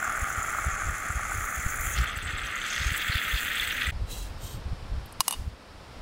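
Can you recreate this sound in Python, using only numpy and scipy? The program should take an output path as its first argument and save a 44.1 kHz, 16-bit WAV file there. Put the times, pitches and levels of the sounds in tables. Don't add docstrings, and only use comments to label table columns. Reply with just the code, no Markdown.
import sys
import numpy as np
from scipy import signal
from scipy.io import wavfile
from scipy.ndimage import uniform_filter1d

SR = 44100
rng = np.random.default_rng(int(sys.argv[2]) if len(sys.argv) > 2 else 0)


def boost(x):
    u = np.asarray(x, float) / 20
    return 10 ** u


def transcribe(signal):
    frames = np.atleast_2d(signal).T
    limited = np.clip(frames, -1, 1)
    pcm = np.round(limited * 32767).astype(np.int16)
    wavfile.write(sys.argv[1], SR, pcm)


N = 265041

# f/Hz, level/dB per Hz
AIR_COLOUR = [(88, -47), (150, -3.5), (230, -6), (264, -6), (361, -10.5), (523, -7), (773, -9), (996, -9),
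              (1210, -10.5), (1860, -15), (2400, -17.5), (3980, -19.5), (5330, -20.5), (6110, -29),
              (9000, -31), (15900, -45)]
# t/s, level/dB
AIR_LEVEL = [(0, -50.5), (3.9, -47.5), (3.92, -47.5), (5.1, -47.5), (5.5, -51.5), (6.01, -47.5)]

# t/s, level/dB
WIND_LEVEL = [(0.0, -44.5), (0.6, -44.5), (0.85, -35.5), (1.04, -44.5), (1.43, -32.5), (1.55, -53),
              (1.65, -38.5), (2.03, -34), (2.67, -50), (2.87, -34.5), (2.98, -49), (3.55, -46.5),
              (3.95, -35), (5.01, -35.5), (5.3, -61), (5.4, -34.5), (5.65, -50.5), (5.99, -43)]
# f/Hz, level/dB per Hz
WIND_COLOUR = [(8.8, -37), (15, 4), (43, 1), (70, 0), (110, -5.5), (221, -23.5), (350, -27), (460, -25),
               (770, -120)]
# t/s, peak/dB, f/Hz, length/ms
GUSTS = [(0.228, -19.5, 62.3, 15), (0.385, -24, 74, 16.4), (0.673, -20.5, 65, 29), (0.898, -27.5, 72, 30),
         (1.106, -27, 76, 16), (1.167, -22.5, 58.4, 28), (1.386, -20, 57.7, 8.8), (1.587, -27.5, 60, 29),
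         (1.664, -14, 46, 5.4), (2.005, -19, 59.4, 68), (2.174, -31, 66, 19), (2.34, -27, 66.3, 16),
         (2.812, -26, 70.6, 23), (2.871, -21, 50.5, 29), (2.918, -22.5, 71.5, 14), (3.099, -20.5, 66.6, 12),
         (3.16, -19, 65, 14.5), (3.348, -20, 48.4, 31), (3.886, -23.5, 69.6, 34), (3.965, -31, 53.3, 18),
         (4.018, -23.5, 51.4, 29), (4.083, -30, 64, 14), (4.234, -32, 45.8, 240), (4.549, -24.5, 86, 10.5),
         (4.665, -28, 60.5, 19), (4.733, -18, 56, 6.2), (4.965, -35, 38.2, 26), (5.201, -22.5, 47.6, 5.9),
         (5.397, -39, 54.4, 19), (5.475, -21.5, 64, 20)]

# t/s, peak/dB, f/Hz
HINGE_TICKS = [
    (5.0584, -33, 11700),
    (5.125, -32, 10300),
]
# t/s, peak/dB, crack share/dB, ring time factor/1, rattle tail/dB
LID_BLOWS = [
    (5.2051, -3, -6, 1.05, -33),
    (5.2802, -5.5, -9, 0.9, -36),
    (5.3086, -13, -11, 1.0, -35),
    (5.3248, -15.5, -11, 1.15, -32),
    (5.3355, -24, -11, 1.2, -27),
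    (5.3415, -27, -11, 1.1, -27),
]
# f/Hz, level/dB, 60 dB decay/s
LID_MODES = [(860, -6, .014), (985, -4, .014), (1090, -4, .015), (2894, -5, .046), (3650, -12, .04),
             (4640, -12, .03), (5003, -15, .03), (6064, -9, .03), (6900, -13, .03), (8461, -1, .03),
             (8545, -7, .025), (8895, -1, .025), (9745, -11, .022), (10707, -4, .035), (11121, -3, .04),
             (11916, -3, .026), (13100, -7, .012), (14560, -5, .015), (1085, -35, .15), (2830, -31, .15),
             (6729, -35, .3), (8400, -35, .2), (10730, -27, .24), (11130, -33, .26), (11950, -34, .2)]
# f/Hz, level/dB, 60 dB decay/s
LID_FALLING_MODES = [(950, -6, .016), (1066, 2, .022), (1270, -7, .02), (1600, -15, .01), (2894, -6, .035),
                     (4598, -12, .018), (4934, -3, .026), (5909, -11, .022), (6560, -12, .015),
                     (7090, -1, .009), (8393, -8, .033), (9711, -13, .022), (10738, -10, .024),
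                     (11108, -10, .028), (11861, -9, .018), (12930, -12, .015), (14110, -12, .015),
                     (14565, -12, .018)]
# body/dB, middle/dB, rim pair/dB, high/dB, top/dB
CONTACT_DB = [
    (0, 0.5, 0, 0, 0),
    (1, -1, 0, 1, 1),
    (-2, -2, 0, 0, -3),
    (0, 2, -5, -1, -8),
    (0, 3, -9, -11, -20),
    (-2, 3, -9, -11, -20),
]
CONTACT_HZ = [1000, 4000, 8700, 11500, 14500]

# start t/s, peak/dB, attack/s, hold/s, release/s
SPURTS = [
    (4.059, -41, 0.049, 0.12, 0.13),
    (4.363, -43.5, 0.078, 0.1, 0.074),
]
# f/Hz, level/dB per Hz
SPURT_COLOURS = [
    [(1290, -43), (2200, -26), (2770, 0.5), (3640, -6), (3960, 3.5), (4870, -12), (5380, -4), (8550, -3.5),
     (9920, -8), (15900, -11)],
    [(1290, -46), (2200, -19), (3220, -1), (4480, -4.5), (4950, -12), (5650, -6.5), (8480, -2.5),
     (10500, -18.5), (12300, -5), (15900, -15)],
]
TABLE_ECHO_S = [.001515, .001575]

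# t/s, level/dB, top band against it/dB (how sharp the jet is)
JET = [(0, -46, -9.5), (.6, -44, -9.5), (.76, -43.5, -18), (.95, -44.5, -13.5), (1.3, -44.5, -13),
       (1.35, -43.5, -9), (1.77, -42, -9.5), (1.87, -38.5, -6), (1.96, -42.5, -10), (2.12, -56, -16),
       (2.19, -50.5, -16), (2.34, -56, -13), (2.64, -49.5, -16), (2.69, -45.5, -18), (2.88, -45.5, -14),
       (2.92, -47.5, -4), (3.4, -47, -2.5), (3.88, -49, -7)]
# f/Hz, level/dB per Hz
JET_DRY = [(5000, -63), (5700, -2.5), (6400, 8.5), (7300, 11.5), (8100, -2), (9000, -5), (10700, -4),
           (11700, -9.5), (12700, -11), (14300, -10), (15000, -9), (15900, -10)]
# f/Hz, level/dB per Hz
JET_WET = [(5000, -47), (5700, -2), (6100, 13.5), (7000, 6.5), (8200, 16.5), (8400, -4), (9300, -3),
           (10800, -3), (11500, -7), (12500, -10), (13300, 4), (14200, 2), (15200, 1), (15900, 4)]
# t/s, share 0-1/1, sputter depth/dB
WETNESS = [
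    (0, 0.1, -1.7),
    (1.9, 0.1, 1),
    (2.1, 0.9, 4),
    (2.9, 0.7, -1),
    (3.9, 0.75, 1),
]
# start t/s, end t/s, start f/Hz, end f/Hz, level/dB
SPOUT_SHIFTS = [(0, 1.33, 12240, 12300, -12), (1.33, 1.96, 12450, 12420, -7), (0, 1.33, 13720, 13850, -5),
                (0, 1.55, 13110, 13150, -6), (1.56, 1.86, 13600, 13450, -7), (1.33, 1.6, 11900, 11900, 3),
                (1.83, 1.97, 12900, 13100, 5), (2.0, 2.68, 12150, 11400, -6), (2.6, 3.2, 13750, 13200, -9),
                (3.2, 3.9, 11550, 11480, -8), (2.1, 3.9, 9250, 9400, -5), (3.2, 3.88, 14200, 14500, 5),
                (2.9, 3.2, 14900, 14500, 3), (2.66, 2.9, 5900, 6600, 6), (3.2, 3.9, 12300, 12600, 2),
                (2.05, 2.45, 13000, 13300, -5), (2.05, 2.9, 14200, 14300, 2),
                (2.05, 2.62, 13600, 13750, -5), (2.9, 3.9, 8500, 8600, -2), (3.2, 3.88, 13500, 13700, 2)]
# t/s, peak/dB, centre f/Hz
SPITS = [(1.6826, -31, 6590), (1.8074, -31, 6560), (1.9371, -25, 6800), (2.0259, -33, 7400),
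         (2.1117, -44, 7930), (2.1635, -34.5, 8100), (2.2239, -36, 8200), (2.2489, -31.5, 8100),
         (2.2888, -42, 7470), (2.3771, -33.5, 7740), (2.4155, -36, 8000), (2.4339, -38, 6150),
         (2.4654, -33.5, 6200), (2.5542, -33.5, 6760), (2.6055, -46, 7710), (2.6225, -44, 6100),
         (2.6624, -32, 6310), (2.6998, -24.5, 6360), (2.7442, -33, 6030), (2.9393, -36, 7620),
         (2.9642, -27, 7940), (3.044, -37, 7780), (3.079, -39, 7610), (3.1423, -40, 7820),
         (3.2331, -35, 7430), (3.4057, -28, 7290), (3.4621, -37, 7420), (3.4925, -39, 7960),
         (3.5519, -30, 8000), (3.6098, -33, 8020), (3.6432, -33, 8190), (3.6746, -29, 8200),
         (3.7235, -34, 5970), (3.7679, -39, 8170), (3.8083, -39, 7950), (3.8392, -42, 6090),
         (3.8662, -29, 8000), (3.9001, -47, 8250)]
# t/s, peak/dB, centre f/Hz
SPLASHES = [(1.9777, -31, 3440), (2.067, -26, 3300), (2.0904, -27, 3350), (2.2046, -31, 3450),
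            (2.3817, -32, 3570), (2.6142, -26, 3340), (2.724, -30, 3390), (2.7599, -29, 3340),
            (2.7948, -31, 3450), (2.8187, -28, 3560), (2.8936, -31, 3410), (2.9759, -34, 3500),
            (2.9998, -29, 3600), (3.0208, -25.5, 3300), (3.0557, -33, 3300), (3.0841, -30, 3380),
            (3.1201, -23, 4150), (3.1555, -23.5, 3430), (3.1809, -21, 3400), (3.2453, -28, 3400),
            (3.3136, -25, 3380), (3.3421, -27, 3510), (3.4817, -26, 3450), (3.5157, -24, 3400),
            (3.5391, -35, 3380), (3.5665, -19, 3310), (3.5965, -17.5, 3450), (3.6254, -29, 3320),
            (3.7975, -32, 3500), (3.8449, -28, 3400)]
# t/s, peak/dB
FLICKS = [(1.808, -22), (2.0393, -31), (2.174, -31), (2.9642, -25), (2.9763, -20), (3.4062, -28)]

# t/s, level/dB
CUP = [(0.0, -32.5), (0.54, -32.5), (0.97, -34.5), (1.94, -34.5), (1.99, -32.5), (2.23, -40), (2.27, -35.5),
       (3.3, -31.5), (3.38, -33.5), (3.81, -32.5), (3.84, -31), (3.9, -33.5)]
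# f/Hz, level/dB per Hz
CUP_DEEP = [(290, -23), (500, -24.5), (657, -14.5), (812, -13), (984, -36), (1130, -1.5), (1290, 2),
            (1660, -6.5), (2140, -6.5), (2490, -17.5), (2930, -32.5), (3340, -26.5), (3810, -41),
            (4620, -47), (5600, -36.5), (7280, -69), (12300, -120)]
# f/Hz, level/dB per Hz
CUP_FULL = [(290, -16.5), (500, -28.5), (582, -18.5), (670, -33), (764, -19), (1010, -42), (1220, -4),
            (1290, -3), (1960, 3), (2370, -3.5), (2760, 8), (2960, 2.5), (3380, 7), (3890, -2.5),
            (5600, -19), (7280, -70), (12300, -120)]
# t/s, share 0-1/1
FILL = [(0, 0), (1.2, 0.2), (1.9, 0.29), (2.1, 0.42), (2.8, 0.7), (3.9, 1)]
# t/s, splash gain/dB, width/s
SURGES = [(1.5, -15, .05), (1.86, -13, 0.11), (1.98, 12, 0.037), (2.2, 3, 0.067), (2.56, -0.5, 0.053),
          (2.78, 7, 0.16), (3.14, 7.5, 0.054), (3.37, 8.5, 0.035), (3.61, 4, 0.043), (3.019, 11, 0.014)]
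# t/s, level/dB
RIM_DIP = [(1.95, -1), (2.1, -11), (2.62, -12), (2.7, 3), (2.88, 4), (2.93, -7), (3.9, 0)]
# t/s, peak/dB, f/Hz
POPS = [(0.0267, -11.5, 1390), (0.0523, -15, 1500), (0.077, -14.5, 1330), (0.0947, -15, 1330),
        (0.15, -26, 1300), (0.176, -16.5, 1470), (0.2748, -28, 1290), (0.302, -14.5, 1370),
        (0.3636, -31, 1290), (0.386, -18, 1290), (0.4212, -17, 1270), (0.4833, -17, 1290),
        (0.516, -24, 1340), (0.5287, -18, 1310), (0.5477, -14, 1280), (0.5854, -15, 1220),
        (0.6419, -17, 1270), (0.6654, -28, 1340), (0.7138, -24, 1260), (0.7622, -18, 1310),
        (0.82, -17, 1350), (0.8745, -22, 1320), (0.9093, -21, 1270), (0.9627, -34, 1280),
        (1.027, -26, 1380), (1.051, -26, 1340), (1.085, -29, 1470), (1.103, -19, 1300), (1.194, -15, 1260),
        (1.2511, -20, 1230), (1.3188, -18, 1380), (1.4418, -17.5, 1250), (1.4968, -24, 1330),
        (1.69, -20, 1430), (1.8164, -23, 1310), (1.9131, -28, 1410)]
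# t/s, peak/dB, f/Hz
LATE_POPS = [(2.0811, -24, 2000), (2.2433, -30, 1460), (2.4847, -25, 1320), (2.8404, -35, 1650),
             (2.8689, -20, 2190), (2.9187, -19, 2060), (3.1512, -20, 1810), (3.3044, -18, 2000),
             (3.4396, -27, 2000), (3.5149, -18, 1810), (3.6321, -16, 2080), (3.7773, -31, 1440),
             (3.891, -21, 1860)]
# t/s, peak/dB, f/Hz
GLUGS = [(0.186, -27, 789), (0.264, -37, 735), (0.301, -37, 794), (0.446, -33, 842), (0.477, -36, 676),
         (0.585, -33, 813), (0.645, -27, 650), (1.195, -26, 826), (1.264, -29, 797), (1.314, -23, 790)]

CUT_S = 3.913
SOFT_DB, SOFT_HZ = -21, 6500
CHATTER_DB, CRACK_HZ, CRACK_T60_S = 1.8, 2400, 0.012
SCRAPE_S, SCRAPE_DB = 0.01, -40
SPURT_QUIET_DB, SPURT_SAG_DB = -27, -5
TABLE_ECHO, ECHO_DRIFT = 0.83, 0.037
MIDDLE_DB, MIDDLE_SHARE = -1.5, 0.31
GAP_DB, GAP_SHARE, GAP_WET_DB = -13, 0.26, 10
SHIFT_WIDTH_HZ, RIDGE_WIDTH_HZ, SHIFT_FADE_S = 210, 600, 0.03
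FLOOD_S, FLOOD_RISE_S = 1.8, 0.069
GURGLE_DB, GURGLE_FILL_DB = -12.5, -18.5
UPPER_DB, UPPER_FILL_DB, UPPER_FLOOD_DB = -20, 6, 8.5
SPLASH_DB, SPLASH_FLOOD_DB, SURGE_UPPER = -24, 7, 0.3
RIM_DIP_HZ, RIM_DIP_WIDTH_HZ = 5400, 450
POP_TRIM_DB, POP_T60_S, POP_RISE_S = 3, 0.02, 0.00083
DUCK_S, DUCK_DB, DUCK_FALL_S, DUCK_RECOVER_S = 5.216, -9, 0.0066, 0.049
EDGE_HZ = 15800


def evened(x):
    return x / np.sqrt(np.mean(x ** 2) + 1e-20)


def read(points, hz):
    f, value = np.transpose(points)
    return np.interp(np.log(hz + 1), np.log(f + 1), value)


def columns(rows, t):
    s, *cols = np.transpose(rows)
    return [np.interp(t, s, c) for c in cols]


def add(mix, s, sound):
    part = mix[max(round(s * SR), 0):][:len(sound)]
    part += sound[:len(part)]


def fading(db, t, t60_s):
    return boost(db - 60 * t / t60_s)


def bell(x, centre, width):
    return np.exp(-((x - centre) / width) ** 2)


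def wobble(hz):
    low_pass = signal.butter(2, hz, fs=SR, output="sos")
    slow = evened(signal.sosfilt(low_pass, rng.standard_normal(N)))
    return np.clip(slow, -2, 2)


def colour(x, field, size=512):
    hop = size // 4
    hz, t, z = signal.stft(x, SR, nperseg=size, noverlap=size - hop)
    return signal.istft(z * boost(field(hz, t)), SR, nperseg=size, noverlap=size - hop)[1][:N]


def banded(colour_db, hz, bands, levels_db):
    lift = []
    for (lo, hi), db in zip(bands, levels_db):
        inside = colour_db[(hz >= lo) & (hz < hi)]
        power = (boost(inside) ** 2).sum(0) / len(hz)
        lift.append(db - 10 * np.log10(power))
    place = np.interp(hz, np.ravel(bands), np.repeat(np.arange(len(bands)), 2))
    for k, band_lift in enumerate(lift):
        colour_db = colour_db + np.maximum(1 - abs(place - k), 0)[:, None] * band_lift
    return colour_db


def blend(a, b, share, hz):
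    return read(a, hz)[:, None] * (1 - share) + read(b, hz)[:, None] * share


def bursts(per_s, spread_db):
    draw = rng.random((N, 3))
    size = boost(-spread_db * np.log(np.maximum(draw[:, 0], 0.004)))
    sign = np.sign(draw[:, 1] - 0.5)
    return evened(size * sign * (draw[:, 2] < per_s / SR))


def air():
    floor = colour(rng.standard_normal(N), lambda hz, s: read(AIR_COLOUR, hz)[:, None] + 0 * s, size=1024)
    level_db = columns(AIR_LEVEL, np.arange(N) / SR)[0] + 0.16 * wobble(14)
    return boost(level_db) * evened(floor)


def wind():
    t = np.arange(N) / SR
    rumble = colour(rng.standard_normal(N), lambda hz, s: read(WIND_COLOUR, hz)[:, None] + 0 * s, size=4096)
    lumpy = evened(evened(rumble) * boost(3.4 * wobble(11)))
    out = boost(columns(WIND_LEVEL, t)[0] - 1.0) * lumpy
    u = np.arange(-3000, 3000) / SR
    for (s, db, hz, ms), phase in zip(GUSTS, rng.random((len(GUSTS), 1))):
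        turn = 2 * np.pi * (hz * u + phase)
        swing = np.sin(turn) + 0.25 * np.sin(2 * turn) + 0.091 * np.sin(3 * turn)
        add(out, s + u[0], boost(db) * bell(u, 0, ms * 0.00045) * swing)
    return out


def lid():
    out, t = np.zeros(N), np.arange(10000) / SR
    high_pass = signal.butter(5, 820, "highpass", fs=SR)
    crack_pass = signal.butter(2, CRACK_HZ, "highpass", fs=SR)
    dull = signal.butter(2, 9000, fs=SR)
    for k, (s, db, crack_db, ring, tail_db) in enumerate(LID_BLOWS):
        table = LID_MODES if k else LID_FALLING_MODES + LID_MODES[-7:]
        hz, mode_db, t60 = np.transpose(table)[:, :, None]
        struck_db = np.interp(hz, CONTACT_HZ, CONTACT_DB[k]) + 1.5 * rng.standard_normal(hz.shape)
        chatter = evened(uniform_filter1d(rng.standard_normal((len(hz), len(t))), size=90))
        loudness = fading(mode_db + struck_db + CHATTER_DB * chatter, t, t60 * ring)
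        modes = (loudness * np.sin(2 * np.pi * hz * t)).sum(0)
        crack = signal.lfilter(*dull, rng.standard_normal(len(t))) * fading(crack_db, t, CRACK_T60_S)
        crack = signal.lfilter(*crack_pass, crack)
        rattle = 0.61 * signal.lfilter(*dull, rng.standard_normal(len(t)))
        rattle = (rattle + 0.21 * rng.standard_normal(len(t))) * fading(tail_db, t, 0.63)
        blow = signal.lfilter(*high_pass, -modes / abs(modes).max() + crack + rattle)
        if db < SOFT_DB:
            blow = signal.lfilter(*signal.butter(2, SOFT_HZ, fs=SR), blow)
        add(out, s + 0.00046, boost(db) * blow / abs(blow).max())
    rub = np.arange(round(SCRAPE_S * SR)) / (SCRAPE_S * SR)
    for s, *_ in LID_BLOWS[:2]:
        scrape = np.diff(rng.standard_normal(len(rub)), prepend=0)
        add(out, s - SCRAPE_S, boost(SCRAPE_DB) * rub ** 2 * scrape)
    for s, db, hz in HINGE_TICKS:
        band = signal.butter(2, [hz * 0.82, hz * 1.15], "bandpass", fs=SR)
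        tick = evened(signal.lfilter(*band, rng.standard_normal(len(t))))
        add(out, s, fading(db - 10.5, t, 0.026) * tick)
    return out


def spurts():
    out = np.zeros(N)
    for (s, db, attack, hold, release), tint, delay in zip(SPURTS, SPURT_COLOURS, TABLE_ECHO_S):
        times = s + np.cumsum([0, attack, hold, release])
        levels_db = db + np.array([SPURT_QUIET_DB, 0, SPURT_SAG_DB, SPURT_QUIET_DB])

        def field(hz, t):
            late = delay * (1 + ECHO_DRIFT * (t - s))
            echo = TABLE_ECHO * np.exp(2j * np.pi * hz[:, None] * late)
            comb_db = 20 * np.log10(abs(1 + echo))
            level_db = np.interp(t, times, levels_db)
            shape = banded(read(tint, hz)[:, None] + comb_db, hz, [(2500, 15500)], [level_db])
            return shape - 80 * ((t < times[0]) | (t > times[-1]))
        out += colour(rng.standard_normal(N) * boost(0.9 * wobble(40)), field)
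    return out


def slugs(frames):
    turns = np.cumsum(27 * (1 + 0.5 * wobble(8.12))) / SR
    return np.sin(2 * np.pi * turns)[np.minimum(np.arange(frames) * 128, N - 1)]


def jet():
    hiss = rng.standard_normal(N) + 0.3 * bursts(per_s=900, spread_db=2.6)
    drive = evened(hiss * boost(2.3 * wobble(115)))
    frames = N // 128 + 9
    patches = uniform_filter1d(rng.standard_normal((frames, 257)), size=12, axis=0)
    patches = evened(uniform_filter1d(patches, size=14, axis=1)).T
    chop = slugs(frames)

    def field(hz, t):
        db, top_db = columns(JET, t)
        wet, depth_db = columns(WETNESS, t)
        middle_db = MIDDLE_DB + MIDDLE_SHARE * top_db
        gap_db = GAP_DB + GAP_SHARE * top_db + GAP_WET_DB * wet
        bands = [(5900, 8400), (8600, 11400), (12400, 13800), (14000, 15700)]
        levels_db = [db, db + middle_db, db + gap_db, db + top_db]
        shape = banded(blend(JET_DRY, JET_WET, wet, hz), hz, bands, levels_db)
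        for s0, s1, hz0, hz1, shift_db in SPOUT_SHIFTS:
            present = np.clip(np.minimum(t - s0, s1 - t) / SHIFT_FADE_S + 0.5, 0, 1)
            centre = np.interp(t, [s0, s1], [hz0, hz1])
            width = SHIFT_WIDTH_HZ if shift_db < 0 else RIDGE_WIDTH_HZ
            shape = shape + shift_db * present * bell(hz[:, None], centre, width)
        reach = 0.25 + 2.0 * bell(hz, 7600, 1500)[:, None]
        throb_db = reach * depth_db * (chop[:len(t)] - 0.3)
        return shape + throb_db + 1.84 * patches[:, :len(t)]
    out = colour(drive, field)
    t = np.arange(900) / SR
    puffs = rng.standard_normal((len(SPITS + SPLASHES), len(t)))
    for (s, db, hz), puff in zip(SPITS + SPLASHES, puffs):
        band = signal.butter(2, [hz * 0.95, min(hz * 1.06, SR * 0.45)], "bandpass", fs=SR)
        spit = evened(signal.lfilter(*band, puff))
        add(out, s, fading(db - 7, t, 0.07) * spit * np.minimum(t / 0.00074, 1))
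    for (s, db), puff in zip(FLICKS, rng.standard_normal((len(FLICKS), len(t)))):
        bright = evened(np.diff(puff, 2, prepend=[0, 0]))
        add(out, s, fading(db - 4.5, t, 0.033) * bright)
    return out


def cup():
    froth = rng.standard_normal(N) * boost(1.3 * wobble(130))
    drive = 0.64 * bursts(per_s=900, spread_db=3.0) + 0.86 * evened(froth)
    drive = evened(drive * boost(1.3 * wobble(120)))
    lumps_db = 4.2 * wobble(70)

    def field(hz, t):
        db, fill = columns(CUP, t)[0], columns(FILL, t)[0]
        flood = np.clip((t - FLOOD_S) / FLOOD_RISE_S, 0, 1)
        surge_db = sum(gain * np.exp(-((t - s) / width) ** 4) for s, gain, width in SURGES)
        lump_db = columns(WETNESS, t)[0] * np.interp(t * SR, np.arange(N), lumps_db)
        low_db = GURGLE_DB + GURGLE_FILL_DB * fill
        upper_db = UPPER_DB + UPPER_FILL_DB * fill + UPPER_FLOOD_DB * flood
        upper_db = upper_db + SURGE_UPPER * surge_db + 0.9 * lump_db
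        splash_db = SPLASH_DB + SPLASH_FLOOD_DB * flood + surge_db + lump_db - 2.5
        bands = [(550, 950), (1100, 2500), (2600, 4000), (4100, 5700)]
        levels_db = [db + low_db, db, db + upper_db, db + splash_db]
        shape = banded(blend(CUP_DEEP, CUP_FULL, fill, hz), hz, bands, levels_db)
        dip_db = (t > RIM_DIP[0][0]) * columns(RIM_DIP, t)[0]
        return shape + dip_db * bell(hz[:, None], RIM_DIP_HZ, RIM_DIP_WIDTH_HZ)
    out = colour(drive, field, size=1024)
    t = np.arange(600) / SR
    for s, db, hz in POPS + LATE_POPS + GLUGS:
        tone = np.sin(2 * np.pi * hz * t * (1 + 8 * t))
        add(out, s, fading(db - POP_TRIM_DB, t, POP_T60_S) * tone * np.minimum(t / POP_RISE_S, 1))
    return out


def scene():
    t = np.arange(N) / SR
    close = np.clip((CUT_S - t) / 0.013, 0, 1)
    splice = np.clip(abs(t - CUT_S) / 0.011, 0, 1)
    return (close * (cup() + jet()) + splice * (wind() + air()) + spurts() + lid())[None]


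def roll_off(x):
    return signal.sosfilt(signal.butter(12, 16670, fs=SR, output="sos"), x)


def record(dry):
    since = np.arange(N) / SR - DUCK_S
    clamp = since / DUCK_FALL_S
    let_go = 1 - (since - DUCK_FALL_S) / DUCK_RECOVER_S
    ducked = dry * boost(DUCK_DB * np.clip(np.minimum(clamp, let_go), 0, 1))
    edge = signal.firwin(511, EDGE_HZ, window=("kaiser", 9), fs=SR)[None]
    return roll_off(signal.oaconvolve(ducked, edge, "same"))


dry = scene()
out = record(dry)
transcribe(out)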